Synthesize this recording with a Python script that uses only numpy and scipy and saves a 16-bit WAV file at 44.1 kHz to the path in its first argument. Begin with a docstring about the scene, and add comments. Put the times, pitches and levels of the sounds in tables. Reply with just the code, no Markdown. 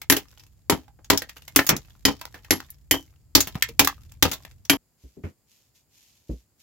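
"""After a faint clack, a pick strikes a boulder under a rock overhang, again and again: each blow cracks,
the steel rings briefly, the stone knocks and the roof answers. Chips land, grit trickles, air rumbles on the microphone.
Noise makes the crushing, fading waves the ringing, random grains the loose stone. At 4.77 s the boulder sounds stop
abruptly. A heavy stone on a dry wall, which thuds dully from the start, goes on and is shoved over loose earth."""
import sys
import numpy as np
from scipy import signal
from scipy.fft import rfft, irfft, next_fast_len
from scipy.io import wavfile

SR = 44100
rng = np.random.default_rng(int(sys.argv[2]) if len(sys.argv) > 2 else 0)


def inscribe(sig):
    """Save sig as 16-bit PCM at rate SR to the path in sys.argv[1].

    A 1-D sig is mono; a 2-D sig holds one channel per row.
    Samples are clipped to [-1, 1] before scaling.
    """
    pcm = np.round(np.clip(np.atleast_2d(sig).T, -1, 1) * 32767)
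    wavfile.write(sys.argv[1], SR, pcm.astype(np.int16))


N = 291942
TIME = np.arange(N) / SR         # seconds through the whole scene
AGE = np.arange(SR // 3) / SR    # seconds since one short sound began

# pick on rock: t/s, weight level/dB, crack level/dB, edge level/dB, shard f/Hz, ground thump level/dB,
# steel ring level/dB, f/Hz favoured by the point of impact, rebound delay t/s, rebound level/dB,
# thrown grit level/dB, grit flight t/s
BLOWS = [(0.0989, -11.5, -10.5, -11, 1900, -34.5, -10, 11940, 0.023, 1.5, -62.5, 0.21),
         (0.6977, -7.5, -13, -19, 700, -38.5, -17, 7200, 0.023, 3, -75.5, 0.09),
         (1.1008, -7.5, -6.5, -13, 850, -26, -18.5, 7300, 0.028, 3, -58.5, .40),
         (1.56, -13, -10, -6.5, 1900, -32.5, -17, 12640, 0.029, -1, -63.5, 0.24),
         (2.0521, -8.5, -11, -18.5, 5100, -33, -14.5, 5000, 0.029, 4, -62.5, 0.3),
         (2.507, -13.5, -14, -19, 5300, -32.5, -14, 11000, 0.017, -1, -67, .15),
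         (2.911, -13.5, -18.5, -14, 6200, -28.5, -12.5, 3200, 0.028, -1.5, -71.5, 0.16),
         (3.351, -8.5, -7, -8, 4600, -22.5, -19.5, 7450, 0.025, -2.5, -57.5, .19),
         (3.7934, -10, -6.5, -7, 2700, -28, -26, 12900, 0.017, 0, -67, 0.23),
         (4.2248, -11, -9.5, -12.5, 3200, -23.5, -27, 11300, 0.025, 5, -63, .18),
         (4.6969, -9, -9.5, -15, 2500, -40, -10, 3100, 0.033, 0.5, -70.5, 0.19)]
# boulder and handle: f/Hz, level/dB, time to fall 60 dB t/s
BODY = [(140, -24.5, 0.16), (268.2, -11, 0.18), (310, -18.5, 0.17), (412, -14, 0.14), (548, -24, .06),
        (747, -21.5, 0.06), (915, -21.5, 0.08)]
# the earth under the boulder: f/Hz, level/dB, time to fall 60 dB t/s
GROUND = [(55, -0.5, 0.18), (90, -5, 0.21)]


def blows(crack_db=3, crush_s=.0035, crack_t60=.036, crumble_db=-15.0, crumble_t60=0.24, body_db=2, steel_db=1,
          crunch_db=-7, crunch_t60=0.11, crunch_hz=1200, crunch_rise_s=0.0027, shard_db=0, shard_q=2.4):
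    """The point crushes stone and splits off a shard that colours the crack; crumbs spray,
    steel and boulder ring, the bed crunches and the ground thumps."""
    out = np.zeros((2, N))
    # full strength while the stone is crushed, then a fast fall
    crush = np.minimum(dying(crack_t60) * from_db(60 * crush_s / crack_t60), 1)
    settle = dying(crunch_t60) * rising(crunch_rise_s)
    thump = sum(from_db(db) * np.sin(2 * np.pi * hz * AGE) * dying(t60) for hz, db, t60 in GROUND)
    for (s, weight_db, hard_db, edge_db, shard_hz, ground_db, ring_db,
         favoured_hz, rebound_s, rebound_db, *_) in BLOWS:
        spectrum = crushed(weight_db, hard_db, edge_db)
        crack = from_db(crack_db) * noise(spectrum, len(AGE)) * crush
        fractures = grains(len(AGE), per_s=3400, spread_db=4.5)
        crumbs = from_db(crumble_db) * coloured(fractures, spectrum) * dying(crumble_t60)
        shard = from_db(shard_db) * resonant(crack + crumbs, shard_hz, shard_q)
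        crunch = from_db(crunch_db) * low_pass(noise(spectrum, len(AGE)), crunch_hz) * settle
        body = ring(BODY, scatter_db=1.5, detune=.04, grind_hz=34, steady=2.7, ear_phase=.42)
        body = from_db(weight_db + body_db) * body
        head = from_db(ring_db + steel_db) * steel(favoured_hz)
        add(out, s, crack + crumbs + shard + crunch + body + head + from_db(ground_db) * thump)
        add(out, s + rebound_s, from_db(rebound_db) * rebound())
    return out


# crushed stone, the starting tone colour of every blow: f/Hz, level/dB
CONTACT = [(40, -15.5), (290, -2.5), (780, -0.5), (1800, -1.5), (3400, 0), (6000, 3.5), (12500, 1.5)]


def crushed(weight_db, crack_db, edge_db):
    """A heavy blow adds bass, a hard one crack and a sharp one treble to the spectrum of crushed stone."""
    lift = [(400, weight_db), (1800, crack_db), (5000, crack_db), (7300, edge_db)]   # f/Hz, level/dB
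    return [(hz, db + at_hz(lift, hz)) for hz, db in CONTACT]


# steel pick head: f/Hz, level/dB, time to fall 60 dB t/s
STEEL = [(1880, -7, 0.11), (2024, -1.5, .07), (2420, -1.5, .05), (3086, -6.5, 0.15), (3140, -13.5, 0.13),
         (4900, -4, .045), (5740, -8.5, .05), (7330, -2, .08), (10620, -0.5, .07), (11320, -1, 0.12),
         (13000, -2, 0.1)]


def steel(favoured_hz, reach_octaves=.22, others_db=-6):
    """The point of impact decides which ringing tones of the pick head are strongest."""
    modes = []
    for hz, db, t60 in STEEL:
        nearness = np.exp(-(np.log2(hz / favoured_hz) / reach_octaves) ** 2)
        modes.append((hz, db + others_db * (1 - nearness), t60))
    return ring(modes, scatter_db=2.52, detune=0.0035, grind_hz=99, steady=0.3, ear_phase=0.2)


def ring(modes, scatter_db, detune, grind_hz, steady, ear_phase):
    """Fading tones: each blow loads them differently, and grinding contact jolts their height and phase."""
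    out = np.zeros((2, len(AGE)))
    for hz, db, t60 in modes:
        gain = from_db(db + scatter_db * rng.standard_normal()) * rng.choice([-1, 1])
        pitch = hz * (1 + detune * rng.uniform(-0.92, 1))
        # run the filter in first, then keep the settled second half
        jolts = low_pass(rng.standard_normal((2, 2 * len(AGE))), grind_hz)[:, len(AGE):]
        jolts = rms_one(jolts)
        swing = (steady + jolts[0] + 1j * jolts[1]) / np.sqrt(steady ** 2 + 2)
        # the two ears are out of step: one leads and the other lags by ear_phase radians
        phase = ear_phase * rng.choice([-1, 1]) * np.array([[1], [-1]])
        wave = np.imag(swing * np.exp(1j * (2 * np.pi * pitch * AGE + phase)))
        out += gain * dying(t60) * wave
    return out


def rebound(t60=0.049, rise_s=0.0027):
    """The tool comes down a second time on crushed stone, much duller."""
    # f/Hz, level/dB
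    spectrum = [(60, -6), (280, 2.0), (900, -5.0), (1800, -13.0), (5000, -16.5), (14000, -31.0)]
    return noise(spectrum, len(AGE)) * dying(t60) * rising(rise_s)


# larger chips landing and the pick glancing off: t/s, level/dB, pitch of the piece f/Hz,
# fall below that pitch in dB/octave, fall above it in dB/octave, time to fall 60 dB t/s
CHIPS = [(0.016, -32, 2214, 3.5, 0, .045), (0.1218, -8, 1775, 1.5, 0, 0.039),
         (0.165, -21, 3000, 0, -1, 0.07), (0.3956, -43.5, 5280, 4, 9, .047),
         (0.88, -41, 809, 1, 4.5, 0.029), (0.989, -40, 601, 2, 8.5, .05),
         (1.045, -42.5, 6750, 2.5, 8, 0.057), (1.1745, -11.5, 5430, 7, 1.5, 0.033),
         (1.2196, -23.5, 1860, 0, 2, 0.039), (1.2936, -29.5, 1900, 6, 2.5, 0.037),
         (1.3678, -36.5, 2860, 2, 2, 0.037), (1.4787, -34.5, 2130, 2.5, 0, 0.042),
         (1.5901, -4.5, 1834, 2, 6, 0.035), (1.666, -22, 6700, 3, -4, 0.064),
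         (1.69, -5, 5770, 0, -2, 0.042), (1.765, -21.5, 6700, 3.5, 2, 0.031),
         (2.2127, -25, 970, 7, 2, 0.036), (2.2532, -29, 4600, -3, 0, 0.013),
         (2.3427, -38.5, 1780, -2, 4.5, 0.13), (2.446, -37, 1800, 5.5, 4, 0.047),
         (2.6026, -22, 1150, 5, 3, 0.018), (2.7026, -33.5, 11250, 10.5, -10, 0.034),
         (3.4047, -10, 6630, 4.5, 1.5, 0.056), (3.472, -29.5, 3050, -1.5, -1.5, .06),
         (3.5531, -20.5, 760, 12, 5, 0.036), (3.6235, -4, 1800, 23, 2, 0.026),
         (3.6877, -31, 2260, 2, 1.2, 0.036), (3.8471, -13, 2040, 0.5, -0.9, 0.025),
         (3.873, -4, 1150, 10.5, 1.2, 0.02), (4.1196, -40, 7300, 2.5, 1, 0.022),
         (4.3147, -22, 6800, .2, 0.5, 0.061), (4.331, -26, 3740, 1, 0.2, 0.067),
         (4.45, -31.5, 1900, -0.5, 1.5, 0.018), (4.6505, -39, 5850, 4, 4.5, 0.042)]


def chips(chip_db=4):
    """The larger pieces, each at its own moment."""
    out = np.zeros((2, N))
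    for s, db, hz, fall_below, fall_above, t60 in CHIPS:
        add(out, s, from_db(db + chip_db) * chip(hz, fall_below, fall_above, t60))
    return out


def chip(hz, fall_below, fall_above, t60, bass_hz=400, top_hz=14000, rise_s=.0004, piece_db=4, piece_q=11):
    """A small stone clacks and skids: a burst of tiny contacts, coloured by the piece's own resonance."""
    bass_db = -fall_below * np.log2(hz / bass_hz)
    top_db = -fall_above * np.log2(top_hz / hz)
    spectrum = [(60, bass_db - 2.5), (bass_hz, bass_db), (hz, 0), (top_hz, top_db)]
    contacts = coloured(grains(len(AGE), per_s=11000, spread_db=1.5), spectrum)
    contacts = contacts * dying(t60) * rising(rise_s)
    return contacts + from_db(piece_db) * resonant(contacts, hz, piece_q)


def pebbles(count=9, over_grit_db=16, extra_db=8, flight_spread=0.68, low_hz=1000, high_hz=6000, t60=0.021):
    """Every blow also flings a few pebbles of random size, which come down among its grit."""
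    out = np.zeros((2, N))
    for s, *_, grit_db, flight_s in BLOWS:
        for k, (when, size, strength) in enumerate(rng.random((count, 3))):
            # each pebble has its own slice of the landing period, at a random moment inside it
            place = 2 * (k + when) / count - 1
            landing_s = s + flight_s * (1 + flight_spread * place)
            pebble_hz = low_hz * (high_hz / low_hz) ** size
            pebble = chip(pebble_hz, fall_below=2.5, fall_above=5.0, t60=t60)
            add(out, landing_s, from_db(grit_db + over_grit_db + extra_db * strength) * pebble)
    return out


# trickling grit: f/Hz, level/dB
GRIT_SPECTRUM = [(180, -30.5), (300, 0), (372, -14.5), (455, 0), (574, -14.5), (1900, -9), (7320, -5),
                 (8790, -16.5), (12900, -4), (16000, -19)]


def grit(tick_db=0, sand_db=-8, tick_t60=0.018):
    """Separate crumbs tick onto the ground over a fine trickle of sand."""
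    crumbs = np.abs(grains(N, per_s=130, spread_db=2)[0])
    # every crumb starts a short fade; the tiny offset keeps the filter from slowing down in silence
    landings = signal.lfilter([1], [1, -dying(tick_t60)[1]], 1e-18 + crumbs)
    ticks = rms_one(noise(GRIT_SPECTRUM, N) * landings)
    sand = rms_one(coloured(grains(N, per_s=700, spread_db=-1.5), GRIT_SPECTRUM))
    return grit_fall() * (from_db(tick_db) * ticks + from_db(sand_db) * sand)


def grit_fall(bunching=3.7, trickle_db=-90):
    """Gain in time: each blow's grit falls thickest after its flight time, then thins to a trickle."""
    power = from_db(trickle_db) ** 2
    for s, *_, grit_db, flight_s in BLOWS:
        age = np.maximum(TIME - s, 0) / flight_s
        shower = from_db(grit_db) * (age * np.exp(1 - age)) ** bunching
        power = power + shower ** 2
    return np.sqrt(power)


def hollowed(x, dip_hz=9000, dip_q=2.3, dip_depth=0.77):
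    """The knocks are weak in one band of the treble: part of that band is subtracted."""
    return x - dip_depth * resonant(x, dip_hz, dip_q)


# echoes off the roof and walls: delay t/s, level/dB, upper limit f/Hz
ECHOES = [(.0085, -15.5, 697), (0.0245, -12.5, 1500), (0.053, -20.5, 894)]
# blurred sound under the overhang, its tone colour: f/Hz, level/dB
HOLLOW = [(60, -4), (250, -2), (800, -5), (1800, -8), (3500, -9.5), (6000, -11), (12500, -13)]
# how fast that blurred sound dies: f/Hz, time to fall 60 dB t/s
HOLLOW_T60 = [(100, 0.045), (500, 0.031), (2000, 0.12), (6000, 0.1), (14000, 0.062)]


def overhang(x, build_s=0.0077, first_s=0.0017):
    """Rock returns a few dull echoes and a short blurred tail that dies band by band."""
    hz = np.arange(len(AGE) // 2 + 1) * SR / len(AGE)
    wash = rfft(noise(HOLLOW, len(AGE)))
    build = np.clip((AGE - first_s) / build_s, 0, 1)
    edges_hz = [0, 200, 600, 1500, 4000, 8000, SR]
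    response = np.zeros((2, len(AGE)))
    for low, high in zip(edges_hz, edges_hz[1:]):
        envelope = dying(at_hz(HOLLOW_T60, (low + high) / 2)) * build
        band = irfft(wash * ((hz >= low) & (hz < high)), len(AGE))
        response += band * envelope / np.linalg.norm(envelope)
    for delay, db, cut_hz in ECHOES:
        click = np.arange(len(AGE)) == round(delay * SR)
        response += from_db(db) * low_pass(1e-18 + click, cut_hz)
    return signal.fftconvolve(x, response, axes=1)[:, :N]


# air on the microphone, its course: t/s, level/dB
RUMBLE = [(0.0, -58.5), (0.25, -59.5), (1.5, -56.5), (1.58, -53.5), (3.24, -59.5), (3.49, -50),
          (4.61, -54.5), (4.77, -73)]
# air on the microphone, its tone colour: f/Hz, level/dB
RUMBLE_SPECTRUM = [(15, -35), (25, -5), (46, 3.5), (69, 5), (137, -3.5), (167, -11.5), (279, -21.5),
                   (374, -28.5), (430, -35.5), (700, -35), (910, -52.5), (1540, -120)]


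def rumble(rumble_db=3):
    """Air rumbles on the microphone: deep noise whose level rises and falls."""
    return from_db(rumble_db) * level(RUMBLE) * rms_one(noise(RUMBLE_SPECTRUM, N))


def digging():
    """Everything heard at the boulder; the roof answers the stone sounds but not the rumble."""
    direct = hollowed(blows() + chips() + pebbles()) + grit()
    return direct + overhang(direct) + rumble()


# heavy stone settling: t/s, boom level/dB, boom f/Hz, boom length t/s, knock level/dB, scuff level/dB
THUDS = [(0.171, -24, 404, 0.04, -28, -89), (1.695, -38, 191, 0.038, -7.5, -11.5),
         (1.724, -25, 142, 0.11, -8.5, -61), (3.554, -15, 148, 0.02, -27, -40),
         (3.690, -37.5, 461, 0.074, -29.5, -61), (5.037, -37.5, 61.5, .12, -33.5, -67.5),
         (5.169, -50, 400, 0.14, -24, -66.5), (5.237, -26.5, 85.3, 0.11, -14, -34.5),
         (6.293, -24.5, 58, 0.16, -13, -55.5)]
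# dull knock of a heavy stone: f/Hz, level/dB
KNOCK = [(50, -10), (150, 1), (280, 1.5), (400, -4), (600, -13.5), (800, -30.5), (1500, -45), (4000, -75)]


def thuds(swell_s=0.0012, knock_s=0.13, scuff_s=0.14, scuff_hz=2500):
    """A heavy stone drops onto its bed: a dull knock, a gritty scuff and a boom from the ground."""
    out = np.zeros((2, N))
    for s, boom_db, hz, length, knock_db, scuff_db in THUDS:
        boom = from_db(boom_db) * np.sin(2 * np.pi * hz * AGE) * braked(length)
        knock = from_db(knock_db) * noise(KNOCK, len(AGE)) * braked(knock_s)
        rubbing = low_pass(grains(len(AGE), per_s=6000, spread_db=2.0), scuff_hz, order=6)
        scuff = from_db(scuff_db) * rubbing * braked(scuff_s)
        add(out, s, (boom + knock) * rising(swell_s) + scuff)
    return out


def braked(length, friction=1.53):
    """A rocking stone holds at first, then friction stops it ever faster; 60 dB down after length."""
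    return np.exp(-np.log(1000) * (AGE / length) ** friction)


# the stone is shoved over loose earth: start t/s, length t/s, level/dB
SHOVES = [(4.969, .28, -63.5), (5.225, 0.12, -59.5), (5.461, 0.28, -61), (5.736, 0.11, -61),
          (5.884, 0.47, -58), (6.265, .2, -59), (6.577, 0.18, -58.5)]
# loose earth under a sliding stone: f/Hz, level/dB
SLIDE_SPECTRUM = [(590, -24), (1000, -10), (1230, -18), (2500, -1), (3980, 0), (6860, 2.5), (8650, -9.5),
                  (13800, -1), (16000, -36)]


def slide(slide_db=-1, attack_share=0.21):
    """Each shove swells quickly and eases off; the earth hisses under the stone."""
    effort = 0
    for s, length, db in SHOVES:
        moments = [s, s + attack_share * length, s + length]
        effort = effort + from_db(db) * np.interp(TIME, moments, [0, 1, 0])
    hiss = rms_one(coloured(grains(N, per_s=11000, spread_db=4.0), SLIDE_SPECTRUM))
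    return from_db(slide_db) * effort * hiss


# faint outdoor air: f/Hz, level/dB
AIR = [(15, -34), (25, -8), (87, 2), (1190, -20.5), (3820, -25.5), (4870, -17.5), (5880, -25.5),
       (7110, -14), (8590, -24), (12500, -20), (16000, -21.5)]


def outdoor_air(air_db=-68.5):
    """Faint outdoor air: a steady noise under everything."""
    return from_db(air_db) * rms_one(noise(AIR, N))


def from_db(db):
    """Decibels to gain."""
    return 10 ** (np.asarray(db) / 20)


def rms_one(x):
    """Scale to an average strength (rms) of 1."""
    return x / np.sqrt(np.mean(x ** 2) + 1e-20)


def at_hz(points, hz):
    """Read a (f/Hz, value) table with equal steps per octave."""
    knots, values = np.transpose(points)
    return np.interp(np.log(np.maximum(hz, 1)), np.log(knots), values)


def level(curve):
    """Gain in time from (t/s, level/dB) rows."""
    return from_db(np.interp(TIME, *np.transpose(curve)))


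def dying(t60):
    """Fade that falls 60 dB in t60 seconds."""
    return np.exp(-np.log(1000) * AGE / t60)


def rising(rise_s):
    """Soft start that is 63 % up after rise_s."""
    return 1 - np.exp(-AGE / rise_s)


def low_pass(x, hz, order=2):
    """Keep what lies below hz."""
    return signal.sosfilt(signal.butter(order, hz, fs=SR, output="sos"), x)


def resonant(x, hz, q):
    """Keep a band around hz, narrower for a higher q."""
    return signal.lfilter(*signal.iirpeak(hz, q, fs=SR), x)


def add(track, s, sound):
    """Mix a sound in at time s."""
    start = round(s * SR)
    track[:, start:start + sound.shape[-1]] += sound[..., :N - start]


# how alike left and right are: f/Hz, likeness (1 = identical)
LIKENESS = [(60, .6), (140, 0.78), (300, 0.5), (800, 0.77), (1800, 0.7), (4000, 0.043), (14000, 0.093)]


def coloured(pair, spectrum):
    """Two signals become stereo with the given spectrum, alike in the bass and apart in the treble."""
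    size = next_fast_len(pair.shape[-1])
    hz = np.arange(size // 2 + 1) * SR / size
    alike = at_hz(LIKENESS, hz)
    mid, side = rfft(pair, size)
    both = np.sqrt((1 + alike) / 2) * mid + np.sqrt((1 - alike) / 2) * side * [[1], [-1]]
    return irfft(both * from_db(at_hz(spectrum, hz)), size)[:, :pair.shape[-1]]


def noise(spectrum, size):
    """Smooth stereo noise."""
    return coloured(rng.standard_normal((2, size)), spectrum)


def grains(size, per_s, spread_db):
    """Tiny fractures of uneven size at random moments, shared by two channels; rms 1."""
    born = rng.random(size) < per_s / SR
    sizes = from_db(spread_db * np.minimum(rng.exponential(1, size), 4))
    return rms_one(born * sizes * rng.standard_normal((2, size)))


def scene(boulder_end_s=4.770):
    """The boulder until its abrupt end; the heavy stone and faint outdoor air throughout."""
    at_boulder = np.clip((boulder_end_s - TIME) * 1000, 0, 1)   # fades out in 1 ms
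    return at_boulder * digging() + thuds() + slide() + outdoor_air()


def record(dry, low_cut_hz=42, top_cut_hz=16000):
    """The microphone drops the deep bass; peaks overload and the top is cut."""
    thinned = signal.sosfilt(signal.butter(4, low_cut_hz, "high", fs=SR, output="sos"), dry)
    overloaded = np.clip(thinned, -.92, .92)
    return signal.sosfilt(signal.ellip(10, .1, 70, top_cut_hz, fs=SR, output="sos"), overloaded)


dry = scene()
out = record(dry)
inscribe(out)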